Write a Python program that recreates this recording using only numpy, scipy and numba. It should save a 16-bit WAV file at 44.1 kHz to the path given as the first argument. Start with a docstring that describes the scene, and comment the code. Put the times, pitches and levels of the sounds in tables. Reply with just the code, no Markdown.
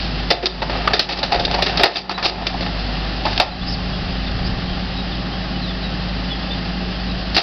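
"""A backhoe's diesel runs in a garden while its steel bucket is shaken empty, swung round and lowered.
The periodic firings give a harmonic boom and a throbbing clatter, and the speed sags under hydraulic load.
Impacts in the loose pins, rattling links and sliding grit excite the damped resonances of the bucket.
A breeze buffets the microphone, and a songbird whistles among the hedges, which return a thin echo.
The small camera has a narrow band, and its gain control ducks the engine after every hard clank."""
import sys
import numpy as np
from scipy import signal
from scipy.fft import rfft, irfft, next_fast_len
from scipy.io import wavfile
from scipy.ndimage import map_coordinates
from numba import njit

SR = 44100
rng = np.random.default_rng(int(sys.argv[2]) if len(sys.argv) > 2 else 0)


def transcribe(u):
    """Save the signal u as a 16-bit wav file named by the first command-line argument.

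    u: samples, shape (n,) or (channels, n), limited to [-1, 1]; the rate is SR.
    q: integer samples, one column per channel.
    """
    v = np.clip(np.atleast_2d(u).T, -1, 1)
    q = np.round(v * 32767).astype(np.int16)
    wavfile.write(sys.argv[1], SR, q)


N = 327222

# engine speed, as the rate at which fan blades pass: time_s, blade_hz
ENGINE_SPEED = [(0, 175), (.3, 173.6), (.45, 177.7), (.7, 174), (1.1, 182.3), (1.35, 174), (1.65, 181),
                (1.85, 178), (2.13, 189), (2.35, 177), (2.66, 180), (2.8, 170), (3.3, 175), (3.6, 181.9),
                (4.3, 180), (5.6, 183.1), (6, 181.1), (7.42, 181.9)]
# exhaust and pump tones at multiples of the firing rate: harmonic_number, relative_level_db
FIRING_HARMONICS = [(1, 0), (2, -18), (3, -18), (5, -12), (10, -21), (15, -17), (20, -23)]
# spectrum of the engine's steady drone: frequency_hz, density_db
DRONE_SPECTRUM = [(12, -11), (30, -13), (60, -6.5), (90, -3.5), (160, -1), (250, -5), (320, -10.5),
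                  (450, -13), (900, -70.5)]
# spectrum of the combustion clatter: frequency_hz, density_db
CLATTER_SPECTRUM = [(150, -16), (320, 7), (470, 0), (560, 8.5), (800, 11), (980, 0.5), (1150, 6), (1480, 3),
                    (1830, 6), (2280, -0.5), (2700, 5.5), (3500, 2.5), (4800, 4.5), (6500, -7.5)]
# spectrum of wind on the microphone: frequency_hz, density_db
BUFFET_SPECTRUM = [(12, -1.5), (35, 8), (70, 6.5), (130, 3), (200, -12), (400, -16.5), (900, -58.5)]
# gusts, which fall 20 dB in one decay time: peak_s, decay_s, level_db
WIND_GUSTS = [(1.4, 0.32, -26), (3.8, 0.94, -27.5), (4.35, 1, -24), (7.12, 0.6, -27)]
# stony soil scraping out of the bucket: middle_s, half_length_s, level_db
SOIL_SCRAPES = [(0.014, 0.062, -23), (1.124, .015, -10), (1.182, 0.029, -17.5), (1.973, 0.03, -2),
                (2.249, .016, -9), (2.28, .02, -8), (3.342, 0.1, -24.5)]
# spectrum of grit sliding on steel: frequency_hz, density_db
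GRIT_SPECTRUM = [(200, -12), (600, -3), (1500, -6), (3000, -2), (4700, 2.5), (7000, -5.5)]
# bucket resonances, with gain over the broad response: frequency_hz, bandwidth_hz, gain_db
BUCKET_MODES = [(335, 67, 7), (391, 31, -3), (550, 48, -6), (702, 26, 4), (772, 68, -0.5), (850, 22, 1),
                (1260, 98, -1), (1810, 160, -5), (2644, 240, 0), (3660, 200, -3.5), (4243, 160, -6.5),
                (4653, 220, -3)]
# blows of bucket and linkage; hardness is clash over thud: start_s, strength_db, hardness_db, thud_hz, t60_s
BUCKET_BLOWS = [(0.303, -1.5, 9.5, 610, .06), (0.309, 6, 4, 610, 0.1), (0.426, -10.5, -6, 430, 0.18),
                (0.457, 3, 19.5, 360, 0.063), (0.618, -7, -7, 770, 0.093), (0.696, -12, -8.5, 607, 0.09),
                (0.875, 2.5, -9.5, 1200, 0.04), (0.934, 2, 6.5, 596, 0.12), (0.993, 6, 13, 557, 0.13),
                (1.089, -4.5, 5, 764, 0.16), (1.229, -5.5, 8.5, 640, .13), (1.319, -6, -1.5, 780, 0.14),
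                (1.343, -8, -1.5, 580, 0.15), (1.396, -12.5, 6.5, 516, 0.14), (1.45, -4, 29, 680, 0.054),
                (1.511, -14, 4.5, 563, 0.11), (1.541, -7, 0.5, 654, 0.069), (1.581, -15, -8.5, 787, 0.16),
                (1.622, -2, 10.5, 534, 0.12), (1.661, -9, 5.5, 660, 0.26), (1.773, -5, 16.5, 706, 0.061),
                (1.795, -5, -1, 594, .15), (1.834, 20, 0, 635, 0.099), (1.856, 14, 2, 704, 0.074),
                (2.094, -4, -1.5, 1010, 0.12), (2.111, -0.5, 2, 587, 0.057), (2.177, -6.5, -4, 1100, .14),
                (2.226, -5.5, 7.5, 785, 0.19), (2.413, -22, -18, 770, 0.13), (2.467, -4, 14, 475, 0.059),
                (2.539, -21, -19, 780, 0.11), (2.607, -18.5, 3, 648.5, 0.21),
                (2.662, -12, -1.5, 760, 0.066), (3.252, -11, -5, 735, 0.16), (3.377, -6.5, 12, 684, .025),
                (3.399, 6.5, 1.5, 720, 0.099), (7.346, -12, 22, 544, 0.12), (7.365, 4, 11, 726, 0.063),
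                (7.375, 5.5, 8, 740, 0.15)]
# clear notes of the bird: start_s, length_s, start_hz, end_hz, level_db
BIRD_NOTES = [(2.137, 0.038, 3920, 3880, -23), (3.511, 0.029, 4050, 3820, -30),
              (3.607, 0.026, 3310, 3480, -33.5), (3.663, 0.065, 4850, 5400, -28),
              (3.716, .04, 5250, 4480, -28), (4.253, .047, 3830, 3280, -36),
              (4.434, 0.06, 4500, 5300, -32.5), (4.959, .064, 3900, 3740, -34),
              (5.113, .046, 3790, 3050, -34), (5.614, 0.052, 4220, 3710, -32),
              (5.675, 0.053, 3730, 3200, -33.5), (5.824, 0.056, 3980, 3720, -33.5),
              (6.299, 0.046, 3485, 3240, -28), (6.505, 0.037, 3490, 3540, -27),
              (7.08, .055, 3890, 3640, -36.5)]
# reverberation time among hedges and walls: frequency_hz, t60_s
GARDEN_DECAY = [(200, 0.51), (1000, 0.37), (5000, 0.22)]
# frequency response of the camera: frequency_hz, gain_db
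CAMERA_RESPONSE = [(10, -1.5), (4950, -1.5), (5250, -2.5), (5500, -12), (5850, -12.5), (6150, -26.5),
                   (6500, -53.5), (7000, -96)]

TOP_HZ = 15800


def amp(db):
    """Amplitude grows tenfold for every 20 dB."""
    return 10 ** (np.asarray(db) / 20)


def unit(x):
    """Normalisation to an rms of 1."""
    return x / np.sqrt(np.mean(x ** 2) + 1e-20)


def along(points, hz):
    """Interpolation of (frequency_hz, value) points on a logarithmic frequency axis."""
    frequencies, values = np.transpose(points)
    return np.interp(np.log(hz + 1), np.log(frequencies + 1), values)


def wobble(rate_hz):
    """Smooth random modulation: a spline through rate_hz Gaussian values a second."""
    knots = rng.standard_normal(int(N * rate_hz / SR) + 4)
    return map_coordinates(knots, [np.arange(N) * rate_hz / SR])


def filtered(x, response):
    """Linear filtering: the spectrum is multiplied by a complex frequency response."""
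    size = next_fast_len(N + SR // 2)
    return irfft(rfft(x, size) * response(np.fft.rfftfreq(size, 1 / SR)), size)[:N]


def noise(spectrum):
    """Spectral shaping turns white noise into coloured noise of rms 1."""
    return unit(filtered(rng.standard_normal(N), lambda hz: amp(along(spectrum, hz))))


def band(hz, centre_hz, q):
    """Two resonators in cascade form a causal band-pass, scaled to unit power."""
    response = (1 + 1j * q * (hz / centre_hz - centre_hz / (hz + 1))) ** -2
    return response / np.sqrt(np.mean(np.abs(response) ** 2))


def engine(no_load_hz=180.9, blades_per_firing=3.43):
    """Periodic firing makes harmonics; load slows the shaft, swells the exhaust and weakens the fan."""
    blade_hz = np.interp(np.arange(N) / SR, *np.transpose(ENGINE_SPEED))
    sag_hz = no_load_hz - blade_hz
    firing_hz = blade_hz * (1 + .002 * wobble(14)) / blades_per_firing
    phase = 2 * np.pi * np.cumsum(firing_hz) / SR
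    tones = sum(amp(db + 0.29 * wobble(6)) * np.sin(harmonic * phase + rng.uniform(0, 2 * np.pi))
                for harmonic, db in FIRING_HARMONICS)
    boom = amp(-26.5 + 0.31 * sag_hz) * tones
    fan = amp(-29 - 0.69 * sag_hz + 0.53 * wobble(6.7)) * np.sin(blades_per_firing * phase)
    # each firing gives a burst of clatter; four unequal cylinders make it throb at the shaft rate
    knock = amp(0.27 * np.cos(phase) + 0.54 * np.cos(phase / 2) + 0.4 * wobble(25))
    clatter = amp(-27 + 0.14 * sag_hz) * unit(knock * noise(CLATTER_SPECTRUM))
    drone = amp(-28.5) * noise(DRONE_SPECTRUM)
    return np.sqrt(2) * (boom + fan) + drone + clatter


def breeze(rise_over_decay=0.82, calm_db=-47):
    """Turbulent pressure buffets the microphone; each gust rises faster than it dies."""
    t = np.arange(N) / SR
    gusts_db = [db - 20 * np.maximum((peak_s - t) / rise_over_decay, t - peak_s) / decay_s
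                for peak_s, decay_s, db in WIND_GUSTS]
    level_db = np.maximum(np.max(gusts_db, axis=0), calm_db)
    buffeting = unit(amp(2.9 * wobble(11)) * noise(BUFFET_SPECTRUM))
    return amp(level_db) * buffeting


def chatter(size, rate_hz, spread_db, decay_s, blur):
    """Shot noise: tiny random contacts over a steady blur set the power of three noises of rms 1."""
    struck = rng.random(size) < rate_hz / SR
    energy = amp(spread_db * np.minimum(rng.standard_normal(size), 2)) ** 2
    power = signal.lfilter([1], [1, -np.exp(-1 / (decay_s * SR))], struck * energy)
    envelope = np.sqrt((power / (power.mean() + 1e-12) + blur) / (1 + blur))
    return envelope * rng.standard_normal((3, size))


def soil():
    """Sliding friction: grit crosses the steel in short swells of many small contacts."""
    t = np.arange(N) / SR
    grit = chatter(N, rate_hz=270, spread_db=6, decay_s=0.0025, blur=.4)[0]
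    flow = sum(amp(db) * np.exp(-((t - middle_s) / half_s) ** 2) for middle_s, half_s, db in SOIL_SCRAPES)
    scrape = filtered(grit, lambda hz: amp(along(GRIT_SPECTRUM, hz)) * (hz < TOP_HZ / 2))
    return flow * unit(scrape)


def bucket_resonance(force, least_width_hz=32):
    """Modal superposition: a force drives the bucket's modes; a minimum bandwidth keeps rings short."""
    def response(hz):
        modes = 0
        for mode_hz, width_hz, db in BUCKET_MODES:
            damping = 1j * hz * max(width_hz, least_width_hz)
            modes += amp(db) * damping / (mode_hz ** 2 - hz ** 2 + damping)
        return 1 + modes
    return filtered(force, response)


def blows(attack_s=0.00066, clang_db=-3, thump_db=-18.5):
    """Impact excitation: each blow is a dying burst of chatter, the brighter the harder the contact."""
    size = 2 ** 14
    t, hz = np.arange(size) / SR, np.fft.rfftfreq(size, 1 / SR)
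    force = np.zeros(N + size)
    for start_s, strength_db, hardness_db, thud_hz, t60_s in BUCKET_BLOWS:
        envelope = (1 - np.exp(-t / attack_s)) * amp(-60 * t / t60_s)
        bursts = rfft(envelope * chatter(size, rate_hz=600, spread_db=5, decay_s=0.00086, blur=1))
        bands = [band(hz, thud_hz, q=1.6),  # hollow thud of the shell
                 band(hz, centre_hz=1790, q=0.88),  # clang of the plates
                 band(hz, centre_hz=4356, q=0.98)]  # clash of the pins
        shares = amp([-hardness_db / 2, clang_db, hardness_db / 2])
        clank = shares / np.linalg.norm(shares) @ (bursts * bands)
        thump = amp(thump_db) * band(hz, centre_hz=236, q=0.43) * bursts[1]  # the arm takes up the blow
        force[round(start_s * SR):][:size] += amp(strength_db) * irfft(clank + thump)
    return force[:N]


def agitation(shake_start_s=0.71, shake_end_s=2.415, fade_s=.12, jolt_db=-27, jolt_t60_s=0.36):
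    """Incoherent powers add: the rattle's envelope joins a steady shake and each blow's dying jolt."""
    t = np.arange(N) / SR
    outside_s = np.maximum(np.maximum(shake_start_s - t, t - shake_end_s), 0)
    shake = amp(-30.5 - 20 * outside_s / fade_s)
    kicks = np.zeros(N)
    for start_s, strength_db, *_ in BUCKET_BLOWS:
        kicks[round(start_s * SR)] += amp(strength_db + jolt_db) ** 2
    power_retained = amp(-60 / (jolt_t60_s * SR)) ** 2
    jolt_power = signal.lfilter([1], [1, -power_retained], kicks)
    return np.sqrt(shake ** 2 + jolt_power)


def rattle():
    """Repeated collisions: loose links and stones keep ticking between the blows."""
    low, mid, high = chatter(N, rate_hz=220, spread_db=2.5, decay_s=0.0023, blur=0.32)
    knocks = amp(2.5) * filtered(low, lambda hz: band(hz, centre_hz=680, q=1.13))
    clinks = amp(-2) * filtered(mid, lambda hz: band(hz, centre_hz=1870, q=1.0))
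    ticks = amp(-2) * filtered(high, lambda hz: band(hz, centre_hz=4320, q=0.46))
    return agitation() * (knocks + clinks + ticks)


def bird(arch_hz=59.7, rasp=0.012, rasp_hz=3700):
    """Frequency modulation: each whistle is an arched glide, and a fast waver makes high ones rasp."""
    song = np.zeros(N + SR)
    waver = rasp * wobble(700)
    for start_s, length_s, start_hz, end_hz, db in BIRD_NOTES + warble_notes(count=6):
        progress = np.linspace(0, 1, round(length_s * SR))
        span = round(start_s * SR) + np.arange(len(progress))
        arch = np.abs(np.sin(np.pi * progress))
        glide_hz = start_hz + (end_hz - start_hz) * progress + arch_hz * arch
        pitch_hz = glide_hz * (1 + waver[span % N] * (glide_hz / rasp_hz) ** 5)
        song[span] += amp(db) * np.sqrt(arch) * np.sin(2 * np.pi * np.cumsum(pitch_hz) / SR)
    return song[:N] * amp(1.2 * wobble(200))


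def warble_notes(count, from_s=3.7, to_s=7.1, centre_hz=2900, spread=0.14, length_s=.055, db=-37.5):
    """Random jitter in time, pitch and glide scatters soft notes through the song."""
    shifts, detunes, glides = rng.uniform(-1, 1, (count, 3)).T
    starts_s = from_s + (to_s - from_s) * (np.arange(count) + .5 + shifts / 2) / count
    pitches_hz = centre_hz * (1 + spread * detunes)
    return [(start_s, length_s, hz, hz * (1 + glide * spread / 2), db)
            for start_s, hz, glide in zip(starts_s, pitches_hz, glides)]


def garden_echo(x, delay_s=.025):
    """Reverberation: reflections from hedges and walls arrive late and die soonest in the treble."""
    hz, t, spectra = signal.stft(rng.standard_normal((2, SR // 2))[0], SR, nperseg=256)
    decay = amp(-60 * t / along(GARDEN_DECAY, hz)[:, None])
    tail = signal.istft(spectra * decay, SR, nperseg=256)[1]
    delayed = np.pad(x, (round(delay_s * SR), 0))
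    return signal.fftconvolve(delayed, tail / np.linalg.norm(tail))[:N]


def scene():
    """Superposition at one microphone; the bird, further off, has the larger share of echo."""
    bucket = amp(-3) * bucket_resonance(blows() + rattle() + soil())
    song = amp(5) * bird()
    echo = garden_echo(amp(-16) * bucket + amp(-13.5) * song)
    return (engine() + bucket + song + echo + breeze())[None]


@njit
def gain_control(x, threshold, ceiling, attack, release_db_per_s, treble_weight, max_cut_db):
    """Negative feedback: output over the threshold, treble above all, cuts the gain, which creeps back."""
    y = np.zeros_like(x)
    cut_db = 0.
    for i in range(1, len(x)):
        y[i] = min(max(x[i] * 10 ** (-cut_db / 20), -ceiling), ceiling)
        sensed = abs(y[i]) + treble_weight * abs(y[i] - y[i - 1])
        cut_db += (attack * max(sensed - threshold, 0.) - release_db_per_s) / SR
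        cut_db = min(max(cut_db, 0.), max_cut_db)
    return y


def record(dry):
    """Compression and band limiting: the camera ducks, keeps a voice band and clips the tallest peaks."""
    held = gain_control(dry[0], threshold=0.48, ceiling=0.78, attack=4540.0,
                        release_db_per_s=37.2, treble_weight=1.24, max_cut_db=20.65)
    narrow = filtered(held, lambda hz: amp(along(CAMERA_RESPONSE, hz)))
    clipped = np.clip(narrow, -.72, .72)
    return filtered(clipped, lambda hz: hz < TOP_HZ)[None]


dry = scene()
out = record(dry)
transcribe(out)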